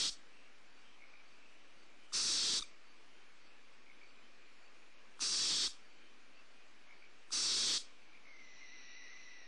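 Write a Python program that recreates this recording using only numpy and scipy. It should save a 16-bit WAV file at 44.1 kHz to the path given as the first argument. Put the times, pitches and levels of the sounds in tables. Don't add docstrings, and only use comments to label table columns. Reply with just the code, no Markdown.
import sys
import numpy as np
from scipy import signal
from scipy.fft import rfft, irfft, dct
from scipy.io import wavfile
from scipy.ndimage import uniform_filter1d, minimum_filter1d

SR = 44100
rng = np.random.default_rng(int(sys.argv[2]) if len(sys.argv) > 2 else 0)


def convert_level_to_amplitude(level_db):
    exponent = np.asarray(level_db, float) / 20
    return 10 ** exponent


def store_wav(level_fs):
    pcm = np.round(np.clip(np.atleast_2d(level_fs), -1, 1) * 32767)
    wavfile.write(sys.argv[1], SR, pcm.T.astype(np.int16))


N = 417627

# hz, level_db (per Hz)
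HUSH_SPECTRUM = [(26, -47), (45, -10), (144, -12), (182, -7), (253, 1), (911, -5), (1120, -2.5), (2110, -3),
                 (2370, 1), (3360, -8), (4660, -10), (8160, -20.5), (9610, -24), (11800, -41.5),
                 (15400, -66), (22000, -120)]
# start_s, length_s, level_db, pitch_hz
FAR_FROGS = [(0.255, 0.3, -72, 2680), (0.819, .16, -69.5, 3120), (1.188, .04, -66.5, 2300),
             (1.353, 0.21, -70.5, 2620), (1.982, 0.18, -69, 3030), (2.609, 0.055, -59.5, 2360),
             (2.672, .1, -72.5, 2270), (3.063, 0.21, -72, 3100), (4.199, 0.13, -71, 3070),
             (5.045, 0.16, -79, 2630), (5.92, 0.23, -71, 3110), (6.33, 0.12, -69, 2650)]
# start_s, peak_db
NEAR_FROG_CALLS = [
    (.987, -53),
    (3.8636, -52),
    (6.8728, -52.5),
]
FROG_PULSES = [-7, -5, 1, 0, -7, -40, -34, -40, -40, 0.5, -1, -4]
CRICKET_CHIRPS = [.68, 1.23, 1.75, 2.82, 3.38, 4., 4.57, 5.8, 6.33, 6.9, 8.28]
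# time_s, level_db, pitch_hz
SCREECH_WHISTLE = [(8.09, -86, 2250), (8.13, -66, 2240), (8.24, -67, 2300), (8.262, -64, 2020),
                   (8.59, -64, 1985), (8.82, -63.5, 1935), (9.0, -58.5, 1970), (9.36, -60.5, 1970),
                   (9.47, -66, 1885)]
# start_s, lift_db, lift_hz
SCREECH_JOLTS = [(8.264, 5, 170), (8.3, 1.5, 90), (8.384, 4.5, 110), (8.605, 10.5, 130), (8.729, 5, 110),
                 (9.101, 2, 110), (9.17, -3, 80), (9.33, 1.5, 40)]
# hz, level_db
SCREECH_BREATH = [(2000, -28), (2300, -1), (2900, -1.5), (3120, -22.5), (3950, -3), (4500, -9),
                  (5020, -26.5), (5500, -2.5), (5800, -2), (6150, -13), (6500, -23.5), (7500, -43.5)]
# start_s, end_s, top_db (over the overload point), widest_share (of the hiss), sigh_db (after it)
HISSES = [
    (-.37, .1, 10, 0.8, -24),
    (2.124, 2.595, 10, 0.8, -35),
    (5.196, 5.673, 9.5, .8, -23.5),
    (7.31, 7.782, 10.5, 0.85, -24),
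]
# pitch_hz, width_hz, narrow_beak_db, wide_beak_db
THROAT = [(1273, 440, -13.5, -22), (2646, 330, -12, -24), (3306, 280, -17, -3.5), (3887, 370, -8.5, -3.5),
          (4570, 312, -2.5, -0.5), (5317, 385, -1.5, -1.5), (6070, 360, -5, -7.5), (6730, 370, -15, -13),
          (7374, 420, -9.5, -10.5), (8317, 610, -14, -12), (8860, 730, -10.5, -22.5),
          (10000, 420, -18, -19.5)]
# time_s, level_db, length_ms
POPS_OPEN = [
    (2.124, -9, 4.6),
    (5.194, -5.5, 2.6),
    (7.3072, -9, 3.5),
]
# time_s, level_db, length_ms
POPS_SHUT = [(2.596, 1.5, 3.4), (2.5993, 2.5, 3.2), (2.609, 3.5, 1.6), (2.6259, 1.5, 11), (5.6739, 2, 2.6),
             (5.6776, 8, 2.3)]
POP_OVERTONES = [-23, -1.5, -7.5, -10.5]
# start_s, level_db, length_s
PUFFS = [
    (0.081, -8, 0.043),
    (2.587, -6.5, 0.035),
    (5.664, -12, 0.026),
    (7.747, -12.5, 0.095),
]
# hz, t60_s
BOX_DECAY = [(500, 0.14), (2000, 0.75), (4000, 0.28), (7000, 0.36), (11000, 0.067)]
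# pitch_hz, width_hz, depth_share
LINE_NOTCHES = [(3070, 360, 0.3), (4950, 270, 0.4), (7000, 250, 0.4), (7570, 140, 0.6)]
# hz, level_db
LINE_COLOUR = [(15, -8.5), (70, -6), (150, -1), (350, 6), (500, -0.5), (720, -7), (1200, -1.5), (3000, -1),
               (8500, 0), (9800, -6), (11000, -14.5), (12200, -28), (13000, -62.5)]
# hz, step_db
ROUNDING_STEP = [(100, -40), (1000, -24), (3000, -9), (5000, -4), (6200, -1), (7500, -.5), (8800, -2.5),
                 (10000, -7), (11500, -20), (12400, -34)]

OVERLOAD_DB = -32


def evened(x):
    return x / np.sqrt(np.mean(x ** 2) + 1e-20)


def wander(count, size):
    return evened(uniform_filter1d(rng.standard_normal(count), size=size))


def read(points, hz):
    f, value = np.transpose(points)
    return np.interp(np.log(hz + 1), np.log(f + 1), value)


def add(mix, s, sound):
    part = mix[round(s * SR):][:len(sound)]
    part += sound[:len(part)]


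def colour(x, points):
    size = 2 ** 14
    gain = convert_level_to_amplitude(read(points, np.fft.rfftfreq(size, 1 / SR)))
    cepstrum = irfft(np.log(gain), size)
    cepstrum[1:size // 2] *= 2
    taps = irfft(np.exp(rfft(cepstrum[:size // 2], size)), size)[:size // 2]
    return signal.oaconvolve(x, taps)[:len(x)]


def resonate(x, hz, width):
    turn = np.exp(2j * np.pi * np.cumsum(hz * np.ones(len(x))) / SR)
    r = np.exp(-np.pi * width / SR)
    smooth = signal.lfilter([(1 - r) ** 2], [1, -2 * r, r * r], x / turn + 1e-18)
    return 2 * (turn * smooth).real


def notched(x, undo=False):
    for hz, width, depth in LINE_NOTCHES:
        b, a = signal.iirpeak(hz, hz / width, SR)
        dip = a - depth * b
        x = signal.lfilter(a, dip, x) if undo else signal.lfilter(dip, a, x)
    return x


def hush():
    frames, hz = N // 256 + 5, np.fft.rfftfreq(1024, 1 / SR)
    a, b, patches = rng.standard_normal((frames, 513, 3)).T
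    patches = uniform_filter1d(patches, size=8, axis=0)
    patches = evened(uniform_filter1d(patches, size=16, axis=1))
    chorus = np.exp(-((hz - 2450) / 350) ** 2)[:, None]
    z = (a + 1j * b) * convert_level_to_amplitude(read(HUSH_SPECTRUM, hz)[:, None] + (1.0 + 0.6 * chorus) * patches)
    air = convert_level_to_amplitude(-64.5) * evened(signal.istft(z, nperseg=1024, noverlap=768)[1][:N])
    return notched(air, undo=True)


def trill(s, length, db, hz, per_s, width, fuzz):
    t = np.arange(0, length, 1 / SR)
    pulses = np.diff(np.floor(t * per_s + 1.2), prepend=0)
    drive = (1 - fuzz) * evened(pulses) + fuzz * rng.standard_normal(len(t))
    return s, convert_level_to_amplitude(db) * evened(resonate(drive, hz, width)) * signal.windows.tukey(len(t), .6)


def croak(s, db, hz):
    t = np.arange(0, .06, 1 / SR)
    pulse = np.sin(2 * np.pi * hz * t) * np.sin(np.pi * np.minimum(t / 0.0076, 1)) ** 2
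    echo = evened(resonate(rng.standard_normal(len(t)), hz, 250))
    echo *= convert_level_to_amplitude(-12 - 290 * t) * np.minimum(t / 0.016, 1)
    return s, convert_level_to_amplitude(db) * (pulse + echo)


def screech():
    s, *columns = np.transpose(SCREECH_WHISTLE)
    t = np.arange(s[0], s[-1], 1 / SR)
    db, hz = (np.interp(t, s, c) for c in columns)
    rise_s, fall_s = .006, 0.054
    for at, jolt_db, jolt_hz in SCREECH_JOLTS:
        since = np.maximum(t - at, 0)
        jolt = np.minimum(since / rise_s, 1) * np.exp(-since / fall_s)
        db, hz = db + jolt_db * jolt, hz + jolt_hz * jolt

    waver_hz = 30 * wander(len(t), 600)
    clear = np.clip((t - 8.27) / .04, 0, .83)
    tone = np.sqrt(2) * np.sin(2 * np.pi * np.cumsum(hz + waver_hz) / SR)
    air = rng.standard_normal((4, len(t)))
    hoarse = evened(resonate(air[0], hz + 30, 240))
    whistle = clear * tone + np.sqrt(1 - clear ** 2) * hoarse

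    top_s, top_db = 8.95, -61
    breath_db = top_db - ((t - top_s) / np.where(t < top_s, 0.18, 0.22)) ** 2
    ridges = convert_level_to_amplitude(-10) * evened(resonate(air[2], 1.99 * hz, 250))
    ridges += convert_level_to_amplitude(-8) * evened(resonate(air[3], 2.93 * hz, 300))
    breath = evened(colour(air[1], SCREECH_BREATH)) + ridges
    breath *= convert_level_to_amplitude(breath_db) * np.minimum((t - s[0]) / .2, 1)
    return s[0], convert_level_to_amplitude(db) * whistle + breath


def night():
    out = hush()
    pulse_gap_s, first_hz, rise_hz = .0165, 2207, 13
    for s, db in NEAR_FROG_CALLS:
        for k, pulse_db in enumerate(FROG_PULSES):
            add(out, *croak(s + k * pulse_gap_s, db + pulse_db, first_hz + k * rise_hz))
    for row in FAR_FROGS:
        add(out, *trill(*row, per_s=45, width=180, fuzz=.8))
    for s in CRICKET_CHIRPS:
        add(out, *trill(s, length=.16, db=-76.5, hz=4570, per_s=31, width=110, fuzz=0.6))
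    add(out, *screech())
    return colour(out, [(f, -max(db, -30)) for f, db in LINE_COLOUR])


def box(x):
    taps = np.zeros(SR // 2)
    at = np.arange(100, len(taps) - 20, 20)
    at = at + rng.integers(0, 20, len(at))
    taps[at] = rng.choice([-1., 1.], len(at))
    hz, t, z = signal.stft(taps, SR, nperseg=256)
    decay = convert_level_to_amplitude(-60 * t / read(BOX_DECAY, hz)[:, None])
    tail = signal.istft(z * decay, SR, nperseg=256)[1]
    return signal.fftconvolve(x, tail / np.linalg.norm(tail))[:N]


def pop(s, db, ms, overtones):
    u = np.linspace(-1, 1, int(ms * SR / 1000))
    phase = 2 * np.pi * np.cumsum(1225 * (1 - 0.07 * u)) / SR
    upper = sum(convert_level_to_amplitude(d) * np.sin((k + 2) * phase) for k, d in enumerate(POP_OVERTONES))
    wave = (1 - overtones) * np.cos(phase) + overtones * upper
    return s - ms / 2000, convert_level_to_amplitude(db) * wave * np.hanning(len(u))


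def hiss(start, end, top_db, widest, sigh_db):
    length = end - start
    sigh_s = .075
    attack_s, settle_s = .026, 0.084
    t = np.arange(0, length + sigh_s, 1 / SR)
    effort_s = [0, 0.0097, attack_s, settle_s, .62 * length, length - .035, length - .003, length, length + sigh_s]
    effort_db = top_db + np.interp(t, effort_s, [-42, -18, -1.5, -5, 0, -1, -7, sigh_db, sigh_db - 20])
    wide = np.interp(t, [attack_s, settle_s, widest * length, length], [0, .22, 1, .75])

    air = rng.standard_normal(len(t))
    flutter_db = 1.7 * wander(len(t), 300) + 1.2 * wander(len(t), 1500)
    drift = 1 + .03 * (.6 - wide) + .018 * wander(len(t), 3000)
    throat = np.zeros(len(t))
    for k, (hz, width, narrow_db, wide_db) in enumerate(THROAT):
        gain = convert_level_to_amplitude(narrow_db + (wide_db - narrow_db) * wide)
        band = resonate(air, hz * drift, 1.7 * width) / np.sqrt(width)
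        throat += (-1) ** k * gain * band
    sound = convert_level_to_amplitude(effort_db + flutter_db) * evened(throat)
    return max(start, 0), sound[t + start >= 0]


def chick():
    close = np.zeros(N)
    for row in HISSES:
        add(close, *hiss(*row))
    for row in POPS_OPEN:
        add(close, *pop(*row, overtones=.27))
    for row in POPS_SHUT:
        add(close, *pop(*row, overtones=0.75))
    for s, db, length in PUFFS:
        add(close, s, convert_level_to_amplitude(db) * np.hanning(int(length * SR)))
    return convert_level_to_amplitude(OVERLOAD_DB) * (close + convert_level_to_amplitude(-29.5) * box(close))


def scene():
    return (chick() + night())[None]


def overload(x):
    lean, hard = -0.14, 2.25

    def flat(v):
        return v / (1 + abs(v) ** hard) ** (1 / hard)

    return convert_level_to_amplitude(OVERLOAD_DB) * (flat(x / convert_level_to_amplitude(OVERLOAD_DB) + lean) - flat(lean))


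def recorder_rounding(x):
    hop, first = 2822, 1370
    lead = 2 * hop - first
    padded = np.concatenate([np.zeros(lead), x, np.zeros(3 * hop)])
    count = len(padded) // hop - 1
    window = np.sin(np.pi * (np.arange(2 * hop) + .5) / (2 * hop))
    frames = padded[np.arange(count)[:, None] * hop + np.arange(2 * hop)] * window
    a, b, c, d = np.split(frames, 4, axis=1)
    z = dct(np.hstack([-c[:, ::-1] - d, a - b[:, ::-1]]), type=4, norm="ortho")

    hz = np.arange(hop) * SR / (2 * hop)
    middle = z[:, (hz > 1000) & (hz < 10000)]
    level = np.sqrt(np.mean(middle ** 2, axis=1, keepdims=True)) + 1e-9
    chance_db = 1.9 * rng.standard_normal((count, 40))[:, (np.sqrt(hz) / 4).astype(int)]
    step = level * convert_level_to_amplitude(read(ROUNDING_STEP, hz) + chance_db)
    near = np.sqrt(abs(uniform_filter1d(z ** 2, size=80, axis=1))) + 1e-10
    step = np.minimum(step, 5.3 * near)

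    p, q = np.split(dct(np.round(z / step) * step - z, type=4, norm="ortho"), 2, axis=1)
    parts = np.hstack([q, -q[:, ::-1], -p[:, ::-1], -p]) * window
    error = (parts[1:, :hop] + parts[:-1, hop:]).ravel()[lead - hop:][:N]
    power = -abs(uniform_filter1d(x ** 2, size=200))
    past = minimum_filter1d(power, size=hop, origin=hop // 2 - 1)
    ahead = minimum_filter1d(power, size=2 * hop)
    return x + error * np.minimum(np.sqrt(6.5 * past / (ahead - 1e-14)), 1)


def roll_off(x):
    return signal.sosfilt(signal.butter(12, 12400, fs=SR, output="sos"), x)


def record(dry):
    clipped = overload(dry[0])
    r = np.exp(-2 * np.pi * 17.0 / SR)
    coupled = signal.lfilter([1, -1], [1, -r], clipped)
    line = colour(notched(coupled), LINE_COLOUR)
    grain = colour(rng.standard_normal(N), [(6000, -87), (10000, -95), (12000, -108)])
    offset = -0.0029
    mix = recorder_rounding(line) + grain + offset
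    return roll_off(mix[None])


dry = scene()
out = record(dry)
store_wav(out)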